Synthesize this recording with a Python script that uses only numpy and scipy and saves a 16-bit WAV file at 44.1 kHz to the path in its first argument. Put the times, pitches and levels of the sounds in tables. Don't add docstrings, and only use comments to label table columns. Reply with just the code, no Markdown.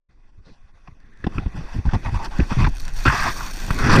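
import sys
import numpy as np
from scipy import signal
from scipy.io import wavfile
from scipy.ndimage import uniform_filter1d

SR = 44100
rng = np.random.default_rng(int(sys.argv[2]) if len(sys.argv) > 2 else 0)


def master_out(mix):
    frames = np.transpose(np.atleast_2d(mix))
    ceiling = np.clip(frames, -1, 1)
    pcm = np.round(ceiling * 32767).astype(np.int16)
    wavfile.write(sys.argv[1], SR, pcm)


def magnitude_from_level(level_db):
    exponent = np.asarray(level_db, float) / 20
    return 10 ** exponent


N = 176400

# start_s, length_s, level_db, pitch_hz
EDDIES = [(0.374, 0.029, -43.5, 66), (0.462, 0.06, -48.5, 166), (0.63, 0.03, -50.5, 69),
          (0.737, 0.02, -53, 88), (0.882, 0.0064, -33, 123), (0.915, .015, -42.5, 58.4),
          (2.388, 0.0097, -18.5, 281), (1.031, 0.013, -49, 92), (1.195, 0.0032, -39, 122),
          (1.239, 0.0061, -22.5, 186), (1.265, 0.0027, -13.5, 152), (1.351, 0.029, -24.5, 81.4),
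          (1.376, 0.022, -21.5, 142), (1.413, 0.03, -31, 90), (1.457, 0.018, -18, 98),
          (1.538, 0.076, -30, 129), (1.741, 0.033, -24.5, 122), (1.781, 0.013, -15.5, 97),
          (1.852, 0.034, -15, 72.4), (1.927, 0.037, -15.5, 128.5), (2.052, 0.042, -24.5, 101),
          (2.119, 0.05, -20.5, 83), (2.391, 0.037, -13.5, 52.4), (2.506, 0.022, -19.5, 149),
          (2.566, 0.046, -16.5, 127), (2.608, 0.055, -15, 103), (2.669, 0.0113, -9.5, 85.6),
          (3.062, 0.018, -13.5, 82.4), (3.065, 0.0092, -17, 275), (3.078, 0.026, -18.5, 102.5),
          (3.12, 0.15, -34, 131), (2.683, 0.023, -30.5, 133), (2.783, .2, -41.5, 110),
          (3.119, 0.033, -30, 290), (3.248, 0.05, -32, 261), (2.184, 0.092, -41, 290),
          (2.334, 0.13, -43, 302), (1.58, 0.076, -45, 310), (3.634, 0.047, -34.5, 108),
          (3.704, 0.0062, -15.5, 119), (3.83, 0.18, -23.5, 132)]
# start_s, peak_db
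EDDY_SNAPS = [
    (1.243, -15),
    (1.268, -11),
    (1.383, -14.5),
    (1.933, -24),
    (2.147, -28),
    (2.402, -5.5),
    (2.647, -22),
    (2.669, -16.5),
    (3.056, -6.5),
    (3.709, -32),
]
# start_s, length_s, level_db, edge_tone_hz
AIR_BURSTS = [(0.454, 0.047, -58, 485), (0.442, .095, -64.5, 4150), (0.772, 0.005, -60, 800),
              (0.874, 0.0053, -41, 950), (0.995, 0.095, -63.5, 1720), (1.107, 0.21, -59, 1670),
              (1.202, 0.0051, -57, 1600), (1.24, 0.0042, -28.5, 1600), (1.265, 0.009, -28.5, 770),
              (1.317, 0.071, -46, 1100), (1.379, 0.0068, -31, 1320), (1.389, 0.047, -45.5, 780),
              (1.458, 0.0056, -38.5, 800), (1.57, 0.0096, -42, 760), (1.544, 0.26, -54, 830),
              (1.852, 0.025, -37, 850), (1.887, .012, -34.5, 1600), (1.909, 0.016, -38, 1200),
              (1.932, 0.024, -26.5, 853), (2.045, 0.05, -34.5, 910), (2.057, 0.0083, -31, 1010),
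              (2.142, 0.034, -32.5, 1005), (2.243, 0.018, -43, 4440), (2.186, 0.078, -32.5, 904),
              (2.308, 0.05, -41, 840), (2.394, 0.017, -31.5, 1590), (2.43, 0.0091, -38.5, 1600),
              (2.505, 0.027, -29.5, 1010), (2.563, 0.068, -42, 1860), (2.584, 0.051, -28, 1020),
              (2.642, 0.012, -22.5, 1570), (2.664, 0.011, -23, 950), (3.052, 0.022, -15, 1315),
              (3.076, 0.011, -13, 1590), (3.097, 0.0055, -17, 1560), (3.265, 0.0037, -23, 1170),
              (3.276, 0.0034, -20, 1100), (3.406, 0.0041, -27, 1250), (3.081, 0.21, -25, 1193),
              (3.091, .2, -26, 1574), (1.242, .006, -43, 2920), (1.266, 0.0045, -44.5, 2600),
              (3.348, 0.13, -37, 1080), (3.704, 0.0038, -18.5, 1400), (3.773, 0.41, -26, 1370),
              (3.825, 0.17, -27, 1580), (3.889, 0.078, -18, 1170)]
# time_s, level_db
AIR_STREAM = [(.09, -67), (.3, -66.5), (.55, -62), (.85, -61), (.96, -66.5), (1.15, -66), (1.3, -50.5),
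              (1.5, -50.5), (1.75, -42), (1.83, -55), (2.0, -43), (2.29, -45.5), (2.6, -35.5), (2.71, -52),
              (3.0, -45.5), (3.35, -46), (3.6, -41.5), (4, -25.5)]
# time_s, depth_db
AIR_LULLS = [
    (.145, -7),
    (.32, -9),
    (.415, -7.5),
    (.725, -12),
    (1.51, -4.5),
    (2.015, -7),
    (2.115, -3),
    (2.29, -9),
    (2.469, -5.5),
]
# pitch_hz, width_hz, level_db
HOUSING_RINGS = [(550, 633, -6.5), (800, 410, -0.5), (1100, 110, -0.5), (1482, 270, -5), (1972, 252, -6),
                 (2533, 175, -7), (3517, 287, -14), (4530, 620, -17), (5845, 554, -17.5), (6860, 640, -30),
                 (8600, 1000, -34.5), (11000, 4500, -51)]
# time_s, level_db, grains_per_s
SAND_STREAM = [(0, -125, 6000), (1.2, -108, 5400), (1.7, -77.5, 3900), (2.5, -67, 3000), (2.74, -63.5, 550),
               (2.8, -60, 580), (2.93, -65, 980), (2.97, -54, 3400), (3.3, -51, 3200), (3.6, -53, 970),
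               (4, -59, 7200)]
# time_s, peak_db
COARSE_GRAINS = [(1.002, -53), (1.135, -56), (1.1737, -50), (1.1894, -63), (1.2023, -58), (1.2113, -56),
                 (1.5585, -60), (1.8035, -61), (1.8603, -41), (2.1567, -42), (2.235, -45), (2.2474, -29),
                 (2.3854, -35), (2.63, -36), (2.6889, -38), (2.7591, -35), (2.7826, -32.5), (2.7864, -56),
                 (2.7984, -58), (2.804, -29), (2.8165, -38), (2.8516, -34), (2.8804, -27.5), (2.9364, -38),
                 (2.9663, -33), (3.2053, -26), (3.2332, -28), (3.4662, -38), (3.5041, -47), (3.6368, -38),
                 (3.6642, -29), (3.6907, -32), (3.7081, -20), (3.745, -26.5), (3.7889, -23)]
# pitch_hz, width_hz, level_db
CASE_RINGS = [
    (1600, 230, 8),
    (2510, 190, 7),
    (3500, 780, 1.5),
    (4505, 230, 8.5),
    (5660, 480, 6),
    (6840, 750, 1),
    (8500, 1100, -1.5),
    (10150, 1900, -16.5),
]
# time_s, rumble_db, flutter_db
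STEADY_WIND = [(0, -50, -63), (.38, -45, -61.5), (.8, -47, -66.5), (1.2, -44.5, -56.5), (1.3, -34, -40),
               (1.7, -31, -52.5), (2.0, -30.5, -42.5), (2.3, -26, -43), (2.7, -22.5, -46),
               (2.8, -23.5, -49), (3.03, -20, -44.5), (3.35, -28.5, -38), (3.55, -28.5, -43),
               (3.75, -20, -34), (4, -13.5, -13.5)]
# time_s, ceiling_hz
TREBLE_CEILING = [(0, 9500), (.44, 9900), (.5, 11500), (.58, 10600), (1.0, 12700), (1.35, 13000),
                  (1.55, 14300), (2.0, 15300), (2.7, 15600), (2.9, 16500), (4, 16500)]


def unit_rms(x):
    return x / np.sqrt(np.mean(x ** 2) + 1e-20)


def in_time(rows):
    times_s, *columns = np.transpose(rows)
    return [np.interp(np.arange(N) / SR, times_s, column) for column in columns]


def drift(rate_hz):
    r = np.exp(-40 * np.pi * rate_hz / SR)
    white = rng.standard_normal(N // 20 + 2002)
    slow = signal.lfilter([1], [1, -2 * r, r * r], white)[2000:]
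    return np.interp(np.arange(N) / 20, np.arange(len(slow)), unit_rms(slow))


def resonate(x, hz, width_hz):
    r = np.exp(-np.pi * width_hz / SR)
    ringing = [1, -2 * r * np.cos(2 * np.pi * hz / SR), r * r]
    return signal.lfilter([(1 - r * r) / 2, 0, (r * r - 1) / 2], ringing, x)


def body(x, rings, patchy_db):
    out = 0
    for k, (hz, width_hz, db) in enumerate(rings):
        flicker = magnitude_from_level(db + patchy_db * drift(14.3))
        out = out + (-1) ** k * flicker * resonate(x, hz, width_hz)
    return out


def cut(x, hz, kind, order):
    return signal.sosfilt(signal.butter(order, hz, kind, fs=SR, output="sos"), x)


def burst(start_s, length_s, attack_s, release_s):
    t = np.arange(N) / SR - start_s
    slower_s = 0.17 * np.clip(length_s - 0.04, 0, 0.1)
    rise = np.clip(t / (attack_s + slower_s), 0, 1) ** 2
    return rise * np.exp(-np.clip(t - length_s, 0, None) / (release_s + slower_s))


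def ticks(rows, gain_db, t60_s):
    out = np.zeros(N)
    times_s, db = np.transpose(rows)
    out[(times_s * SR).astype(int)] = magnitude_from_level(db + gain_db)
    return signal.lfilter([1], [1, -magnitude_from_level(-60 / (t60_s * SR))], out)


def buffets():
    overtone_db, push_db = -17.5, -2
    out = np.zeros(N)
    white = rng.standard_normal((3, N))
    for start_s, length_s, db, hz in EDDIES:
        a = int((start_s - 0.1) * SR)
        b = min(N, int((start_s + length_s + 0.1) * SR))
        swing = signal.hilbert(cut(resonate(white[0, a:b], hz, 0.51 * hz), 1.76 * hz, "low", order=2))
        size = np.abs(swing)
        swing = swing.real / (size + 0.46 * size.mean())
        overtone = unit_rms(cut(resonate(white[1, a:b], 1.82 * hz, hz), 298, "low", order=3))
        push = unit_rms(cut(resonate(white[2, a:b], 0.36 * hz, 0.36 * hz), hz, "low", order=2))
        shape = burst(start_s, length_s, attack_s=0.0036, release_s=0.0062)[a:b]
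        thump = shape * (1.65 * swing + magnitude_from_level(overtone_db) * overtone + magnitude_from_level(push_db) * push)
        out[a:b] += magnitude_from_level(db) * cut(thump, 634, "low", order=2)
    return out


def snaps():
    snap_db, pop_db = 1.5, 13.5
    pop_hz, pop_width_hz = 284, 118
    push = ticks(EDDY_SNAPS, snap_db, t60_s=0.0067)
    crack = body(push * rng.standard_normal(N), HOUSING_RINGS, patchy_db=-8.0)
    crack = cut(crack, 3100, "low", order=2)
    pop = resonate(push, pop_hz, pop_width_hz)
    pop = resonate(pop, pop_hz, 1.6 * pop_width_hz)
    return crack + magnitude_from_level(pop_db - snap_db) * cut(pop, 466, "low", order=2)


def air_rushes(stream_white, edge_white):
    edge_db, edge_width, swing_db = 5, 0.23, 1.5
    bright_hz_per_s = 540000
    out = np.zeros(N)
    gusty = unit_rms(body(stream_white, HOUSING_RINGS, patchy_db=2.5)) * magnitude_from_level(swing_db * drift(45.6))
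    for start_s, length_s, db, hz in AIR_BURSTS:
        a = int((start_s - 0.05) * SR)
        b = min(N, int((start_s + length_s + 0.12) * SR))
        edge = resonate(edge_white[a:b], hz, edge_width * hz)
        edge = unit_rms(resonate(edge, hz, 2 * edge_width * hz))
        shape = burst(start_s, length_s, attack_s=0.0014, release_s=0.004)[a:b]
        air = shape * (cut(gusty[a:b], 0.49 * hz, "high", order=3) + magnitude_from_level(edge_db) * edge)
        bright_hz = np.clip(bright_hz_per_s * length_s, 2 * hz, 0.4 * SR)
        air = unit_rms(cut(air, bright_hz, "low", order=2))
        out[a:b] += magnitude_from_level(db) * air * np.sqrt(np.mean(shape ** 2))
    return out


def airflow():
    lull_s, hiss_db, hiss_follows = 0.017, -77, 0.87
    db, = in_time(AIR_STREAM)
    t = np.arange(N) / SR
    for time_s, depth_db in AIR_LULLS:
        db = db + depth_db * np.exp(-((t - time_s) / lull_s) ** 2)
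    white = rng.standard_normal((3, N))
    white[1:] *= magnitude_from_level(1 * drift(340))
    stream = unit_rms(body(white[0], HOUSING_RINGS, patchy_db=1.6)) * magnitude_from_level(db + 2.2 * drift(11))
    air = cut(stream + air_rushes(white[1], white[2]), 12300, "low", order=4)
    hiss = unit_rms(cut(cut(white[0], 6500, "high", order=3), 9100, "low", order=2))
    hiss = hiss[::-1]
    steady_db = uniform_filter1d(db, size=SR // 12)
    return air + hiss * magnitude_from_level(hiss_db + hiss_follows * (steady_db - db.mean()))


def sand():
    spread_db, hiss_db, case_db = 4.5, -4, 12
    top_db, top_follows = 4.5, 0.3
    db, rate = in_time(SAND_STREAM)
    hit = rng.random(N) < rate * magnitude_from_level(4 * drift(25)) / SR
    sizes = hit * magnitude_from_level(spread_db * np.minimum(rng.exponential(1, N), 4)) / np.sqrt(rate)
    puffs = np.sqrt(signal.lfilter([1], [1, -0.93], sizes ** 2))
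    puffs = magnitude_from_level(db) * (puffs / np.sqrt(np.mean(puffs ** 2)) + magnitude_from_level(hiss_db))
    puffs = puffs + ticks(COARSE_GRAINS, gain_db=-10, t60_s=0.006)
    strikes = puffs * rng.standard_normal((3, N))
    case = body(strikes[0], CASE_RINGS, patchy_db=1.1)
    case = case - 0.65 * resonate(case, 11400, 800)
    bright = cut(strikes[1:], 11900, "high", order=8)
    top = resonate(bright, 12300, 1000) + magnitude_from_level(-1) * bright
    return magnitude_from_level(case_db) * case + top * magnitude_from_level(top_db + top_follows * (db - db.max()))


def rumble():
    rumble_hz, flutter_hz = 27, 150
    db, flutter_db = in_time(STEADY_WIND)
    white = rng.standard_normal((2, N + SR))
    deep = cut(cut(white[0], rumble_hz, "low", order=3), 3.8, "high", order=1)
    deep = deep / np.sqrt(uniform_filter1d(deep ** 2, size=6000))
    deep = unit_rms(deep[SR:])
    flutter = resonate(white[1], 0.35 * flutter_hz, flutter_hz)
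    flutter = unit_rms(cut(flutter, 2.85 * flutter_hz, "low", order=3)[SR:])
    deep = magnitude_from_level(db + 0.26 * drift(1.9)) * deep
    return deep + flutter * magnitude_from_level(flutter_db + 2.0 * drift(1.6))


def scene():
    opens_s, hum_db, hum_hz = 0.088, -76, 19
    t = np.arange(N) / SR
    wind = buffets() + snaps() + airflow() + sand() + rumble()
    opening = np.clip((t - opens_s) / 0.0085, 0, 1)
    hum = magnitude_from_level(hum_db) * np.sin(2 * np.pi * hum_hz * t + 1) * (t < opens_s)
    return wind * opening + hum


def ceiling(x):
    waver_hz, above_db = 900, -30
    hz, s, frames = signal.stft(x, SR, nperseg=1024)
    waver = rng.standard_normal((len(hz) // 16 + 1, len(s) // 3 + 1))
    waver = waver.repeat(16, axis=0).repeat(3, axis=1)[:len(hz), :len(s)]
    edge_hz = np.interp(s, *np.transpose(TREBLE_CEILING))
    edge_hz = edge_hz + waver_hz * waver * np.clip(3 * s - 3.3, 0.12, 1)
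    gain = np.where(hz[:, None] > edge_hz, magnitude_from_level(above_db), 1)
    return signal.istft(frames * gain, SR, nperseg=1024)[1][:, :N]


def band_limit(x):
    return signal.sosfilt(signal.butter(12, 15400, fs=SR, output="sos"), x)


def record(dry):
    rounded = 1.332 * np.tanh(dry / 1.312)
    top_edge = signal.ellip(12, 0.5, 70, 15330, fs=SR, output="sos")
    mix = signal.sosfilt(top_edge, ceiling(rounded))
    return band_limit(mix)


dry = scene()
out = record(dry)
master_out(out)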